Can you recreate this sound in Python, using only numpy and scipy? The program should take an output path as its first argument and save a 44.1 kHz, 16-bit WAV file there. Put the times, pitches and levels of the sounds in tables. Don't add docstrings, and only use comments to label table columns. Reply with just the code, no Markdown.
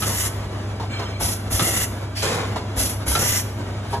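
import sys
import numpy as np
from scipy import signal
from scipy.fft import rfft, irfft
from scipy.io import wavfile
from scipy.ndimage import map_coordinates

SR = 44100
rng = np.random.default_rng(int(sys.argv[2]) if len(sys.argv) > 2 else 0)


def wav_out(sig):
    wavfile.write(sys.argv[1], SR, np.round(np.clip(np.atleast_2d(sig).T, -1, 1) * 32767).astype(np.int16))


N = 176400
T = np.arange(N) / SR
FREQS = np.maximum(np.arange(N // 2 + 1) * SR / N, 1)

# (pitch [Hz], level [dB])
HUM_TONES = [(61, -53), (70.6, -40), (88.3, -58), (100, -30), (106.5, -45), (119, -43), (200, -56),
             (212, -46.5), (283, -56.5)]
DRIVE_TONES = [(640, -48), (2300, -59), (4100, -71), (4960, -58)]
FEED_TONES = [(1593, -47.5), (2310, -38.5), (2772, -50), (3140, -43), (3580, -49), (4129, -42.5),
              (5290, -51), (6406, -50.5), (7650, -55), (9000, -57), (10471, -65)]
WHISTLE_TONES = [(4720, -54), (6550, -57), (9679, -50), (10304, -51)]
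# (frequency [Hz], level [dB per Hz])
SHOP_RUMBLE = [(20, -79), (40, -68), (58, -56.5), (85, -58.5), (112, -54.5), (140, -61), (250, -60),
               (400, -64), (700, -67), (1200, -69.5), (2000, -76), (3500, -80), (6000, -86.5), (9000, -89),
               (12400, -98)]
FILM_RUSTLE = [(500, -67.5), (1200, -67.5), (2800, -73.5), (4200, -92), (7000, -88), (12000, -97)]
FRAME_RATTLE = [(100, -71), (350, -59), (900, -54.5), (1400, -62), (2500, -69.5), (4200, -68.5),
                (7000, -77.5), (12000, -84)]
SLIDE_RATTLE = [(70, -71), (150, -52.5), (310, -59), (460, -52), (620, -58.5), (1100, -59.5), (1800, -61.5),
                (4000, -69.5), (10000, -86.5)]
JAW_CRACK = [(60, -87), (130, -55), (400, -56.5), (800, -58), (1500, -54), (3500, -53.5), (7000, -60.5),
             (12000, -73)]
JAW_SHUDDER = [(70, -65), (125, -44), (170, -48.5), (260, -57), (480, -54.5), (750, -56.5), (1500, -72)]
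# (frequency [Hz], level [dB per Hz])
WHISTLE_AIR = [(1500, -81), (3500, -75.5), (7000, -85), (12000, -86)]
LEAK_AIR = [(800, -86), (1750, -67.5), (2300, -64.5), (3100, -62.5), (3800, -70), (4750, -59.5),
            (6000, -69.5), (7600, -71.5), (10000, -70.5), (12400, -76)]
EXHAUST_AIR = [(500, -64), (1800, -61), (3500, -60.5), (5500, -62), (8000, -63.5), (10000, -66.5),
               (12400, -72)]
VENT_AIR = [(60, -62), (150, -63), (400, -72.5), (1000, -66), (1700, -65), (2450, -67.5), (3500, -65),
            (4400, -68.5), (5700, -64.5), (7000, -62.5), (7700, -62.5), (8600, -59.5), (9600, -63.5),
            (10800, -59.5), (12400, -64)]
PUFF_AIR = [(200, -62), (500, -58), (1200, -64), (1900, -64.5), (3200, -61), (4300, -63), (5600, -57),
            (7300, -61), (9000, -58), (10800, -54.5), (12400, -59)]
PUFF_SPIT = [(200, -57.5), (550, -57.5), (1400, -61), (2600, -67.5), (4500, -76), (7000, -69.5),
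             (12000, -70)]
PUFF_THUMP = [(20, -64), (46, -55), (64, -34.5), (85, -43), (130, -59.5), (260, -53), (500, -80)]
# (pitch [Hz], width [Hz], boost [dB])
ROD_PEAKS = [(463, 85, 4.5), (1090, 120, 4)]
SILENCER_PEAKS = [(2004, 210, 11), (2830, 190, 10)]
NOZZLE_PEAKS = [(4670, 300, 4), (5550, 250, 12), (5890, 210, 7), (6640, 160, 4.5), (6880, 240, 7.5),
                (12200, 400, 7.5)]

# (time [s], relative ring level [dB], pitch [ratio], rattle level [dB])
KNOCKS = [(.069, -9, 1.43, -13), (.091, -11, 1.1, -10), (.797, -5.5, 1.11, -6), (.822, -10, 1.06, -16),
          (.992, -3.5, 1.04, -3.5), (1.022, -10, 1.24, -13), (1.207, -6, 0.81, -4.5),
          (1.668, -6.5, 0.81, -6.5), (2.227, -3, 0.55, -2), (2.3, -8, 1.14, -9), (2.366, -4, 1.18, -7),
          (2.425, -10, 1.1, -11), (2.558, -3, 1.04, 0.5), (2.79, -9, .7, -7.5), (3.107, -4, 1.4, -14),
          (3.22, -7, 1.47, -10), (3.927, 2.5, 0.98, -1)]
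# (delay [s], relative level [dB])
BOUNCES = [(0, 2), (.007, 1), (.019, -8), (.031, -6.5)]
# (base pitch [Hz], relative level [dB], time to fade by 60 dB [s])
FRAME_TONES = [(411.7, -2.5, 0.21), (668, -1.5, 0.14), (832, 0.5, 0.13), (968, 0, 0.19), (1106, -5, 0.12),
               (1690, -10, 0.13)]
# (time [s], shudder level [dB], crack level [dB], ring pitch [Hz], ring level [dB])
CLACKS = [(0.019, -8, -6, 1298, -21.5), (1.591, -1, -2, 1285, -18), (3.15, -1, -2.5, 1357, -15)]
# (pitch [ratio], relative level [dB], time to fade by 60 dB [s])
JAW_TONES = [(.643, -14, 0.15), (.93, -7.5, 0.19), (0.999, -1.5, 0.21), (1.3, -10, 0.099), (2.08, -21, .16),
             (2.3, -8, 0.13), (2.55, -22, 0.072), (2.85, -3, 0.051)]
# (start [s], length [s], level [dB], swell [dB per s], silencer boost [ratio], nozzle boost [ratio])
VENTS = [(0.017, 0.25, -5.5, 10.5, 0.52, 0.47), (1.587, 0.245, -1, 4.5, 0.89, .3),
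         (3.163, 0.23, -0.4, -3, 1.04, 0.95)]
# (start [s], length [s], level [dB], spit level [dB], thump level [dB])
PUFFS = [(-.06, 0.067, -1.5, -8, -10), (1.194, 0.13, 0, -3, -2.5), (1.497, 0.094, -1, -7, -2),
         (2.757, 0.15, 0, -5.5, -2.5), (3.057, 0.094, -1, -2, -1.5)]

# (delay [s], level [dB])
PLATE_ECHOES = [(.0013, -9), (.0031, -9.5), (.0052, -5.5), (.0083, -8.5)]
# (frequency [Hz], side level against the middle [dB])
STEREO_WIDTH = [(100, -73), (250, -23.5), (600, -4.5), (1400, -6), (2500, -3.5), (4500, -7.5), (7000, -5),
                (9000, -9), (12000, -7)]
# (frequency [Hz], phase [radians])
LEFT_LEAD = [(100, -.09), (700, -.15), (1550, 0), (2050, .8), (2500, 2.6), (3500, 1.3), (4500, 3.05),
             (5200, 3.4), (6200, 6.2), (7250, 6.5), (8300, 9.2), (9400, 9.6), (10450, 12.4), (11500, 12.7),
             (12200, 14.4)]


def gain(db):
    return 10 ** (np.asarray(db) / 20)


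def curve(points):
    hz, value = np.array(points, float).T
    return np.interp(np.log(FREQS), np.log(hz), value)


def noise(colour, peaks=()):
    width = gain(curve(STEREO_WIDTH))
    mid, side = rfft(rng.standard_normal((2, N)))
    db = curve(colour) + sum(boost / (1 + (2 * (FREQS - hz) / band) ** 2) for hz, band, boost in peaks)
    pair = np.array([mid + width * side, mid - width * side])
    return irfft(pair * gain(db) * np.sqrt(SR / 2 / (1 + width ** 2)), N)


def wobble(rate_hz):
    wiggle = irfft(rfft(rng.standard_normal(N)) * np.exp(-(FREQS / rate_hz) ** 2), N)
    return (wiggle - wiggle.mean()) / wiggle.std()


def burst(start, length, db, rise_s, sag_db_per_s, fall_s):
    age = np.maximum(T - start, 0)
    ending = np.exp(-np.maximum(age - length, 0) / fall_s)
    return np.minimum(age / rise_s, 1) * gain(db - sag_db_per_s * age) * ending


def tones(table, waver_hz, rate_hz):
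    out = 0
    for hz, db in table:
        cycles = hz * T + rng.random() + waver_hz * np.cumsum(wobble(rate_hz)) / SR
        out = out + gain(db) * np.sqrt(2) * np.sin(2 * np.pi * cycles)
    return out


def ring(start, table, pitch, scatter, length_s=.4, contact_s=.0038):
    span = (T >= start) & (T < start + length_s)
    age, out = T[span] - start, np.zeros(N)
    for hz, db, fade_s in table:
        strength = rng.choice([-1, 1]) * gain(db + rng.standard_normal())
        struck_hz = hz * pitch * (1 + scatter * rng.standard_normal())
        out[span] += strength * np.exp(-np.log(1000) * age / fade_s) * np.sin(2 * np.pi * struck_hz * age)
    out[span] *= np.minimum(age / contact_s, 1)
    return out


def background():
    hum = tones(HUM_TONES, waver_hz=.12, rate_hz=8.1)
    whine = tones(DRIVE_TONES, waver_hz=23, rate_hz=72.5)
    return hum + whine + noise(SHOP_RUMBLE) * gain(1.35 * wobble(15))


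def film_feed():
    song = sum(tones([row], waver_hz=35.7, rate_hz=118) * gain(4.2 * wobble(60) + .5)
               for row in FEED_TONES)
    pull = burst(start=.882, length=.11, db=-1, rise_s=.047, sag_db_per_s=3.5, fall_s=.17)
    return (song + noise(FILM_RUSTLE)) * pull


def whistle():
    swell = burst(start=3.85, length=.1, db=0, rise_s=.073, sag_db_per_s=5, fall_s=.031)
    return (tones(WHISTLE_TONES, waver_hz=25, rate_hz=53) + noise(WHISTLE_AIR)) * swell


def carriage():
    rings = sum(gain(db + bounce_db - 29) * ring(start + delay, FRAME_TONES, pitch, scatter=.013)
                for start, db, pitch, _ in KNOCKS for delay, bounce_db in BOUNCES)
    rattle = sum(burst(start, .014, db, rise_s=.0016, sag_db_per_s=64, fall_s=.025)
                 for start, _, _, db in KNOCKS)
    return rings + noise(FRAME_RATTLE) * rattle


def jaws():
    rings = crack = shudder = 0
    for start, shudder_db, crack_db, hz, ring_db in CLACKS:
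        rings += gain(ring_db) * ring(start, JAW_TONES, hz, scatter=.0024)
        crack += burst(start, .006, crack_db, rise_s=.004, sag_db_per_s=20, fall_s=.019)
        shudder += burst(start, .09, shudder_db, rise_s=.015, sag_db_per_s=15, fall_s=.033)
    return rings + noise(JAW_CRACK) * crack + noise(JAW_SHUDDER) * shudder * gain(2.2 * wobble(86))


def return_stroke():
    leak = noise(LEAK_AIR) * burst(2.149, .063, 0, rise_s=.026, sag_db_per_s=16, fall_s=.027)
    rush = noise(EXHAUST_AIR) * burst(2.22, .16, 0, rise_s=.0049, sag_db_per_s=73, fall_s=.2)
    travel = burst(2.225, .19, 0, rise_s=.026, sag_db_per_s=19.5, fall_s=.17)
    slide = noise(SLIDE_RATTLE, ROD_PEAKS) * travel
    return leak + rush * gain(2 * wobble(140)) + slide * gain(1.8 * wobble(70))


def vents():
    air = 0
    for start, length, db, swell, hollow, shrill in VENTS:
        peaks = [(hz, width, boost * hollow) for hz, width, boost in SILENCER_PEAKS]
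        peaks += [(hz, width, boost * shrill) for hz, width, boost in NOZZLE_PEAKS]
        flow = burst(start, length, db, rise_s=.049, sag_db_per_s=-swell, fall_s=.019)
        air += noise(VENT_AIR, peaks) * flow
    sputter = gain(1.37 * wobble(150) + .8 * wobble(18))
    return air * sputter


def valves():
    flow = spit = thump = 0
    for start, length, db, spit_db, thump_db in PUFFS:
        flow += burst(start, length, db, rise_s=.044, sag_db_per_s=70, fall_s=.042)
        spit += burst(start + .006, .015, spit_db, rise_s=.0045, sag_db_per_s=51, fall_s=.031)
        thump += burst(start + .0056, .058, thump_db, rise_s=.022, sag_db_per_s=-1, fall_s=.032)
    puffs = noise(PUFF_AIR) * flow * gain(1.67 * wobble(98))
    return puffs + noise(PUFF_SPIT) * spit + noise(PUFF_THUMP) * thump


def room(sound, fade_s=.62, echo_db=-15.5, delay_s=.012):
    tail = rng.standard_normal(N) * np.exp(-np.log(1000) * T / fade_s) * (T > delay_s)
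    tail = tail * gain(echo_db) / np.sqrt(np.sum(tail ** 2))
    return sound + signal.fftconvolve(sound, tail[None], axes=1)[:, :N]


def plates(sound, treble_hz=1560, drift_s=.000154):
    treble = irfft(rfft(sound) * FREQS ** 2 / (FREQS ** 2 + treble_hz ** 2), N)
    echoed = treble
    for delay, db in PLATE_ECHOES:
        position = (T - delay - drift_s * wobble(.733)) * SR
        echo = np.array([map_coordinates(side, [position], order=3, mode="mirror") for side in treble])
        echoed = echoed + gain(db) * echo
    return sound - treble + echoed / np.sqrt(1 + sum(gain(db) ** 2 for _, db in PLATE_ECHOES))


def scene():
    machine = valves() + vents() + return_stroke() + jaws() + carriage() + whistle() + film_feed()
    edge_fade = np.minimum(np.minimum(T, T[-1] - T) / .006, 1)
    return plates((room(machine) + background()) * edge_fade)


def record(dry, top_hz=12450):
    lead = np.interp(FREQS, *np.array(LEFT_LEAD).T)
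    wide = irfft(rfft(dry) * np.exp(1j * np.array([lead, -lead]) / 2), N)
    return signal.sosfilt(signal.ellip(12, .2, 80, top_hz, fs=SR, output="sos"), wide)


dry = scene()
out = record(dry)
wav_out(out)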